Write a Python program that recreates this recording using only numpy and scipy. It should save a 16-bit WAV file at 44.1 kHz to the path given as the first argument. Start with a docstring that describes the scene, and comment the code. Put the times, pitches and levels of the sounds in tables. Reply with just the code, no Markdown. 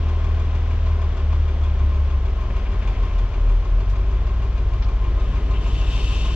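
"""A six-cylinder diesel truck idles at a gravel pit, heard from inside the cab.
Its firings boom low, knock through the firewall and ring the block and panels; one cylinder is loudest.
A loader works nearby: its exhaust drone sinks and rises and beats against the truck's own firing note.
Loose things tick, rustle and knock in the cab. Near the end a fan cuts in and drags the idle for a
moment, and air starts to hiss through a valve and pipe."""
import sys
import numpy as np
from scipy import signal
from scipy.fft import rfft, irfft
from scipy.io import wavfile
from scipy.ndimage import uniform_filter1d

SR = 44100
rng = np.random.default_rng(int(sys.argv[2]) if len(sys.argv) > 2 else 0)


def digitize_waveform(pressure):
    """Quantize a signal to 16-bit integers and store it at the path in sys.argv[1].

    Rows of a 2-D input are taken as channels; values are limited to [-1, 1].
    """
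    field = np.atleast_2d(pressure).T
    bounded = np.clip(field, -1, 1)
    quanta = np.round(bounded * 32767).astype(np.int16)
    wavfile.write(sys.argv[1], SR, quanta)


N = 280035
T, HZ = np.arange(N) / SR, np.maximum(np.fft.rfftfreq(N, 1 / SR), 1)
SIDES = np.array([[.5], [-.5]])   # splits a difference between left and right
CYLINDERS = 6


def from_db(db):
    """Decibels to gain."""
    return 10 ** (np.asarray(db) / 20)


def rms_one(x):
    """Scale to rms 1."""
    return x / np.sqrt(np.mean(x ** 2) + 1e-20)


def lookup(x, curve, left=None):
    """Read a breakpoint curve at x."""
    return np.interp(x, *np.transpose(curve), left=left)


def by_hz(curve):
    """An EQ curve at every frequency, straight on a log axis."""
    hz, value = np.transpose(curve)
    return np.interp(np.log(HZ), np.log(hz), value)


def envelope(start_s, attack_s, hold_s, release_s):
    """Rise, hold, then die away."""
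    age = T - start_s
    return np.clip(age / attack_s, 0, 1) * np.exp(-np.maximum(age - attack_s - hold_s, 0) / release_s)


def drift(rate_hz):
    """A smooth random modulator of rms 1."""
    return rms_one(irfft(rfft(rng.standard_normal(N)) / (1 + (HZ / rate_hz) ** 4), N))


def white():
    """Two unrelated white noises."""
    return rng.standard_normal((2, N))


# stereo image in the cab: f/Hz, left-right correlation
LIKENESS = [(80, 1), (150, .99), (350, .97), (640, .92), (1200, .9), (2900, .87), (4500, .35), (10000, .05)]
def colour(source, eq=None):
    """Shape two noises into a stereo pair of rms 1, centred in the bass and wide in the treble."""
    mid, side = rfft(source)
    alike = by_hz(LIKENESS)
    pair = np.sqrt(1 + alike) * mid + np.sqrt(1 - alike) * side * [[1], [-1]]
    return rms_one(irfft(pair * (from_db(by_hz(eq)) if eq else 1), N))


def noise(eq=None):
    """Steady stereo noise."""
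    return colour(white(), eq)


def resonate(drive, modes):
    """Parallel resonators, each at its own rms level; two stages keep the valleys dark."""
    out = 0
    for hz, width_hz, level_db in modes:
        ring = drive
        for width in (width_hz, 5 * width_hz):
            r = np.exp(-np.pi * width / SR)
            ring = signal.lfilter([1, 0, -1], [1, -2 * r * np.cos(2 * np.pi * hz / SR), r * r], ring)
        out = out + from_db(level_db) * rms_one(ring)
    return out


def shaken(modes, shake):
    """Each mode wanders in pitch about its centre and swells with the shaking."""
    out = 0
    for hz, width_hz, level_db in modes:
        phase = 2 * np.pi * np.cumsum(hz + width_hz / 2 * drift(width_hz)) / SR
        out = out + from_db(level_db + 1.8 * drift(35)) * np.sqrt(2) * np.sin(phase)
    return out * shake


# the truck's idle, sagging as the fan grips: t/s, firing rate/Hz
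IDLE = [(0, 38.75), (5.1, 38.75), (5.22, 37.3), (5.35, 38.75), (5.5, 39.5), (5.85, 39.45), (6.0, 38.9),
        (6.35, 38.85)]
def crankshaft(first_firing_s=.009):
    """The engine's clock: firing rate and running count of firings."""
    rate = lookup(T, IDLE)
    return rate, np.cumsum(rate) / SR - first_firing_s * rate[0]


def bursts(firings, cylinder_db, decay, rise, uneven_db=2):
    """Each firing swells and dies away, as strong as its cylinder; times in firing intervals."""
    number, age = np.floor(firings).astype(int), firings % 1
    count = number.max() + CYLINDERS
    strength = from_db(np.resize(cylinder_db, count) + uneven_db * rng.standard_normal(count))
    shape = lambda a: np.exp(-a / decay) * (1 - np.exp(-a / rise))
    return rms_one(sum(strength[number - k] * shape(age + k) for k in range(3)))


def contacts(firings, share):
    """Contacts come back at the same crank angles every cycle; the rest of the noise is fresh."""
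    loop_sample = (firings % CYLINDERS * SR / IDLE[0][1]).astype(int)
    return share * white()[:, loop_sample] + (1 - share) * white()


# partials of the hum: multiple of the four-stroke cycle rate, level/dB
HUM_ORDERS = [(3, -35), (4, -39), (6, -22.5), (12, -31), (18, -51), (21, -53), (30, -52.5), (54, -52.5),
              (60, -58.5), (90, -58), (95, -60.5)]
def truck_hum(firings, load):
    """The firing pulses boom in the cab as nearly pure engine orders, a touch softer under load."""
    cycle, out = firings / CYLINDERS, 0
    for order, level_db in HUM_ORDERS:
        waver_db = (.95 if order < 15 else 2.5) * drift(3.1)
        out = out - from_db(level_db + waver_db) * np.sqrt(2) * np.cos(2 * np.pi * order * cycle)
    return from_db(-1.03 - .7 * load) * out


# accents in firing order: knock level/dB, block ring level/dB, panel boom level/dB
ACCENTS = [(-11, -3, 0), (-3.5, -5, -2), (-8, 1.5, -3.5), (3, 0.5, -4.5), (-5.5, 0.5, -1.5),
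           (-4.5, -4, -4.5)]
# EQ of the combustion knock and of the running gear: f/Hz, level/dB
KNOCK_EQ = [(150, 4.5), (600, 3.5), (1500, 0.5), (2500, -10.5), (3400, -6), (4400, -7), (6500, -17),
            (7300, -19), (8100, -41.5), (13500, -59)]
GEAR_EQ = [(100, -1), (160, 1.5), (210, 3.5), (270, 1), (310, -5), (470, -1.5), (600, -3), (800, -4.5),
           (1200, -6), (1800, -12.5), (3200, -14), (4200, -21.5), (6300, -26.5), (8500, -44.5),
           (13500, -60)]
# resonances of injectors, block and panels: f/Hz, width/Hz, level/dB
INJECTOR_MODES = [(3400, 170, -62), (4980, 240, -73.5), (6430, 300, -73), (7250, 140, -82.5)]
BLOCK_MODES = [(1048, 30, -49.5), (965, 14, -59.5), (1099, 60, -55.5), (1252, 44, -64), (1614, 25, -71),
               (2210, 40, -67.5), (2410, 70, -61), (2557, 16, -71), (2740, 45, -72), (3010, 45, -71)]
PANEL_MODES = [(268.1, 40, -54), (393.3, 14.73, -53.5), (430.4, 42, -51.5), (551, 10, -57), (659, 20, -55)]
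# now and then the loud cylinder fires harder: t/s, injector boost/dB
HARD_FIRINGS = [(.081, 3.5), (.39, 6), (1.01, 4), (1.475, 3), (1.63, 5.5), (2.868, 5), (3.178, 5)]
def truck_clatter(firings):
    """Combustion knocks through the firewall, injectors tick, and block and panels ring."""
    knock_db, ring_db, boom_db = np.transpose(ACCENTS)
    early = firings + .12   # knock and tick lead the boom
    blows = contacts(early - .12, share=.34) * bursts(early, knock_db, decay=.83, rise=.12)
    knock = from_db(-52) * colour(blows, KNOCK_EQ)
    ticks = noise() * bursts(early, knock_db, decay=.62, rise=.14, uneven_db=1)
    boost_db = sum(db * envelope(s, .002, .02, .012) for s, db in HARD_FIRINGS)
    injectors = from_db(boost_db) * resonate(ticks, INJECTOR_MODES)
    block = from_db(.8) * shaken(BLOCK_MODES, bursts(firings, ring_db, decay=.6, rise=.3))
    panels = shaken(PANEL_MODES, bursts(firings, boom_db, decay=.96, rise=.2, uneven_db=1.5))
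    running_gear = from_db(-39) * colour(contacts(firings, share=.31), GEAR_EQ)
    return knock + injectors + block + panels + running_gear


# struck modes of block and covers: f/Hz, level/dB, t60/s, place in the cycle/firings
STRUCK_MODES = [(815, -52, .12, 3.15), (952, -45.5, .18, 3.15), (1050, -46, .16, 3.15),
                (1160, -46.5, .15, 3.15), (1485, -53, .12, 3.15), (2205, -53.5, .12, 3.02),
                (2345, -52.5, .1, 3.02), (2425, -48, .1, 3.02), (2790, -52, .13, 3.02),
                (4260, -60, .1, 2.97), (4440, -65, .1, 2.97), (5200, -66, .1, 2.97),
                (6280, -63.5, .13, 2.97), (6450, -63, .13, 2.97), (7250, -70, .13, 2.97)]
def loud_cylinder(firings, rate, blow_db=1.5, uneven_db=2, slip_rad=.5, attack_s=.001):
    """Once a cycle the same blow strikes block and covers, never quite equal in level or phase."""
    out = 0
    for k, (hz, level_db, t60, place) in enumerate(STRUCK_MODES):
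        cycle, since = np.divmod(firings - place + CYLINDERS, CYLINDERS)
        number, age = cycle.astype(int), since / rate
        strength, slip = rng.standard_normal((number.max() + 1, 2)).T
        level = from_db(blow_db + level_db + uneven_db * strength[number] - 60 * age / t60)
        spread = (-1) ** k * np.arccos(lookup(hz, LIKENESS)) * SIDES   # higher modes sit wider
        ring = np.sin(2 * np.pi * hz * age + slip_rad * slip[number] + spread)
        out = out + level * np.minimum(age / attack_s, 1) * ring
    return out


# tones of panels and covers: idle f/Hz, loaded f/Hz, place in the cycle/firings, length/firings,
# idle level/dB, loaded level/dB
PANEL_TONES = [(337, 338, 4.0, 5.5, -57.5, -52), (388.5, 395, 4.1, 3.2, -49.5, -52),
               (582, 574, 3.2, 4.0, -58, -58), (657, 664, 2.95, 3.4, -56.5, -58),
               (1059, 1041, 3.5, 4.6, -57, -49.3), (1262, 1245, 3.7, 6.0, -66, -55)]
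def singing_panels(firings, rate, load, wander_rad=.5, waver_db=1.6):
    """Each panel swells into a soft tone once a cycle; the fan's load shifts pitch and level."""
    out = 0
    for idle_hz, loaded_hz, place, length, idle_db, loaded_db in PANEL_TONES:
        offset = (firings - place + CYLINDERS / 2) % CYLINDERS - CYLINDERS / 2
        swell = np.cos(np.pi * np.clip(offset / length, -.5, .5))
        hz = idle_hz + (loaded_hz - idle_hz) * load
        tone = np.sin(2 * np.pi * hz * offset / rate + wander_rad * drift(28))
        level_db = idle_db + (loaded_db - idle_db) * load + waver_db * drift(23)
        out = out + from_db(level_db) * rms_one(swell * tone)
    return out


# the loader's revs: t/s, firing rate/Hz
LOADER_REVS = [(0.0, 77.59), (0.68, 78.08), (1.12, 75.0), (1.51, 74.68), (1.79, 71.3), (2.07, 71.41),
               (2.82, 48.36), (3.39, 40.89), (3.74, 43.34), (4.29, 57.61), (4.88, 52.69), (6.04, 52.81),
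               (6.35, 58.01)]
# the cab's response to its exhaust, and EQ of its machinery: f/Hz, level/dB
CAB_BOOM = [(41, -18), (47, -19), (53, -20), (60, -20.5), (71, -17.5), (78, -23), (92, -23), (106, -23.5),
            (125, -33), (156, -37.5)]
MACHINERY_EQ = [(60, -3.5), (130, 4.5), (260, -2.5), (500, -5.5), (1000, -13.5), (2000, -15), (3500, -19),
                (7000, -48.5), (12000, -65)]
def loader(octave_db=-13.5, throttle_lag_s=.24, first_firing_s=.0044):
    """The exhaust note and its octave swell on the cab's resonances; machinery noise rides the revs."""
    rate = lookup(T, LOADER_REVS)
    slowing_hz_per_s = np.maximum(-np.gradient(rate) * SR, 0)
    duck_db = .13 * uniform_filter1d(slowing_hz_per_s, int(throttle_lag_s * SR))   # quieter coasting
    boom = lambda hz: np.sqrt(2) * from_db(lookup(hz, CAB_BOOM) - duck_db + .5 * drift(4.2))
    phase = 2 * np.pi * (np.cumsum(rate) / SR - first_firing_s * rate[0])
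    note = boom(rate) * np.cos(phase)
    octave = from_db(octave_db) * boom(2 * rate) * np.cos(2 * phase)
    machinery = from_db(-43 + 11.5 * np.log2(rate / rate.max())) * noise(MACHINERY_EQ)
    return note + octave + machinery


# EQ of the low bed: f/Hz, level/dB
RUMBLE_EQ = [(15, -21.5), (28, -8.5), (42, -3.5), (60, 2.5), (92, 4.5), (115, -3), (145, -12), (200, -28),
             (400, -54), (2000, -100)]
def rumble():
    """A steady bed of low noise under both engines."""
    return from_db(-31) * noise(RUMBLE_EQ)


# ticks and rattles: t/s, level/dB, low f/Hz, high f/Hz, tilt/dB per octave, attack/s, decay/s
TICKS = [(2.401, -64.5, 11000, 13200, 0, .0005, .004), (2.655, -45, 1400, 3300, 0, .008, .018),
         (2.812, -44.5, 1400, 3300, 0, .008, .018), (3.889, -53, 3500, 7600, -4, .012, .022),
         (3.890, -68, 7600, 14000, -22, .012, .02), (4.594, -68, 5500, 11000, -8, .002, .015),
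         (4.733, -52, 2500, 5200, 0, .002, .012), (4.822, -38, 1200, 6000, -3, .002, .014),
         (4.845, -51, 3000, 5800, 0, .001, .008), (5.204, -44, 2800, 4000, 0, .002, .008),
         (5.672, -49, 4500, 7500, 0, .002, .012)]
# EQ of the rustle: f/Hz, level/dB
RUSTLE_EQ = [(300, -18.5), (900, -9.5), (2200, 4), (3300, -4.5), (5000, -23), (12000, -54.5)]
def loose_things():
    """Loose things tick and rattle, each a dry burst in its own band; a faint rustle trails the knock."""
    swell = envelope(start_s=2.5, attack_s=.09, hold_s=.55, release_s=.074)
    out = swell * from_db(-52 + 2.5 * drift(15)) * noise(RUSTLE_EQ)
    grain = rfft(noise())
    for s, level_db, low_hz, high_hz, tilt_db, attack_s, decay_s in TICKS:
        band = (HZ > low_hz) * (HZ < high_hz) * from_db(tilt_db * np.log2(HZ / low_hz))
        tick = envelope(s, attack_s, 0, decay_s) * rms_one(irfft(grain * band, N))
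        out = out + from_db(level_db) * tick
    return out


# a hit and its bounce: t/s, level/dB
TRIM_HITS = [(2.5025, -27), (2.5077, -27.5)]
# modes of the trim: f/Hz, level/dB, t60/s
TRIM_MODES = [(210, -4, .035), (340, -2, .022), (540, 0, .014), (950, -1, .012), (1500, -3, .007),
              (2450, -3, .007)]
def trim_knock(contact_s=.0005):
    """Something knocks softly on the cab's trim and bounces, ringing its well-damped modes."""
    out = 0
    for s, level_db in TRIM_HITS:
        age = np.maximum(T - s, 0)
        contact = np.sin(np.pi / 2 * np.minimum(age / contact_s, 1)) ** 2
        for hz, mode_db, t60 in TRIM_MODES:
            level = from_db(level_db + mode_db - 60 * np.minimum(age / t60, 3))
            out = out + contact * level * np.sin(2 * np.pi * hz * age)
    return out


def fan_clutch(on_s=4.95, spin_up_s=.099):
    """The clutch grips and the fan settles at full speed: 0 to 1."""
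    return 1 - np.exp(-np.maximum(T - on_s, 0) / spin_up_s)


# EQ of the fan's air wash: f/Hz, level/dB
FAN_EQ = [(60, 3), (110, -0.5), (230, -0.5), (420, -4), (800, -27), (2000, -18.5), (10000, -65)]
def fan(speed, blade_hz=152.5, shudder_hz=34.4):
    """A blade note, a wash of air and a low shudder of the cab, all growing with the fan's speed."""
    level_db = -43 + 8.5 * np.log2(speed + 1e-9)
    note = np.sqrt(2) * np.sin(2 * np.pi * np.cumsum(blade_hz * speed) / SR)
    shudder = np.sqrt(2) * np.sin(2 * np.pi * shudder_hz * T)
    return from_db(level_db) * (note + shudder + from_db(5) * noise(FAN_EQ))


# air flow as the valve opens up: t/s, level/dB
AIR_FLOW = [(5.605, -49), (5.655, -45), (5.72, -42.5), (5.895, -41), (5.905, -36.7), (6.219, -36.5),
            (6.3, -38.5)]
# resonances of the pipe: f/Hz, width/Hz, level/dB
PIPE_MODES = [(2700, 170, -1.5), (2990, 200, -2.5), (3460, 230, -5), (4450, 130, -10.5), (5490, 150, -11.5),
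              (6290, 100, -13.5), (7280, 140, -16), (8370, 100, -25), (9220, 100, -27.5), (10200, 180, -31),
              (11300, 150, -37), (12230, 150, -34.5)]
# EQ of the jet: f/Hz, level/dB
JET_EQ = [(300, -35), (1200, -25), (2200, -18.5), (2900, 5), (4000, -6.5), (6500, -22), (8000, -41),
          (13500, -45)]
def air_valve(on_s=5.1, opening_s=.12, leak_db=-52):
    """A valve leaks, spits once, then opens up; its fluttering jet rings a short pipe close by."""
    flow = from_db(lookup(T, AIR_FLOW, left=leak_db)) * np.clip((T - on_s) / opening_s, 0, 1)
    puff = envelope(start_s=5.532, attack_s=.008, hold_s=.03, release_s=.012)
    spit = from_db(-40) * puff * resonate(noise(), PIPE_MODES[:2])
    pipe = resonate(white()[0] + 1.15 * noise(), PIPE_MODES)   # part direct, part scattered by the cab
    flutter = from_db(-3.5 + .61 * drift(25))
    jet = from_db(-2) * noise(JET_EQ)
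    return flutter * (flow * (pipe + jet) + spit)


# fader ride on the clatter: t/s, level/dB
CLATTER_RIDE = [(0, 0.44), (2.2, -1.5), (2.9, 0.4), (3.8, -1.5), (5.2, -1), (6.35, 0)]
# pan by frequency: f/Hz, left minus right level/dB
PAN = [(60, 1), (260, 0.5), (600, 3), (1000, 4), (2500, 5.5), (4000, 3.5), (6000, 3), (9000, -8),
       (13000, -5)]
def scene():
    """Everything meets in the cab and reaches the left side a little later and mostly louder."""
    rate, firings = crankshaft()
    load = fan_clutch()
    hum = truck_hum(firings, load)
    clatter = from_db(lookup(T, CLATTER_RIDE)) * (truck_clatter(firings) + loud_cylinder(firings, rate))
    truck = hum + clatter + singing_panels(firings, rate, load)
    cab = truck + loader() + rumble() + loose_things() + trim_knock() + fan(load) + air_valve()
    fade = np.clip(np.minimum(T, T[-1] - T) / .002, 0, 1)
    lag_s = 5.5e-5
    placement = from_db(SIDES * by_hz(PAN)) * np.exp(-2j * np.pi * HZ * lag_s * SIDES)
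    return irfft(rfft(cab * fade) * placement, N)


def record(dry, cutoff_hz=14200):
    """A steep low-pass takes off the top."""
    return signal.sosfilt(signal.ellip(10, .1, 80, cutoff_hz, fs=SR, output="sos"), dry)


dry = scene()
out = record(dry)
digitize_waveform(out)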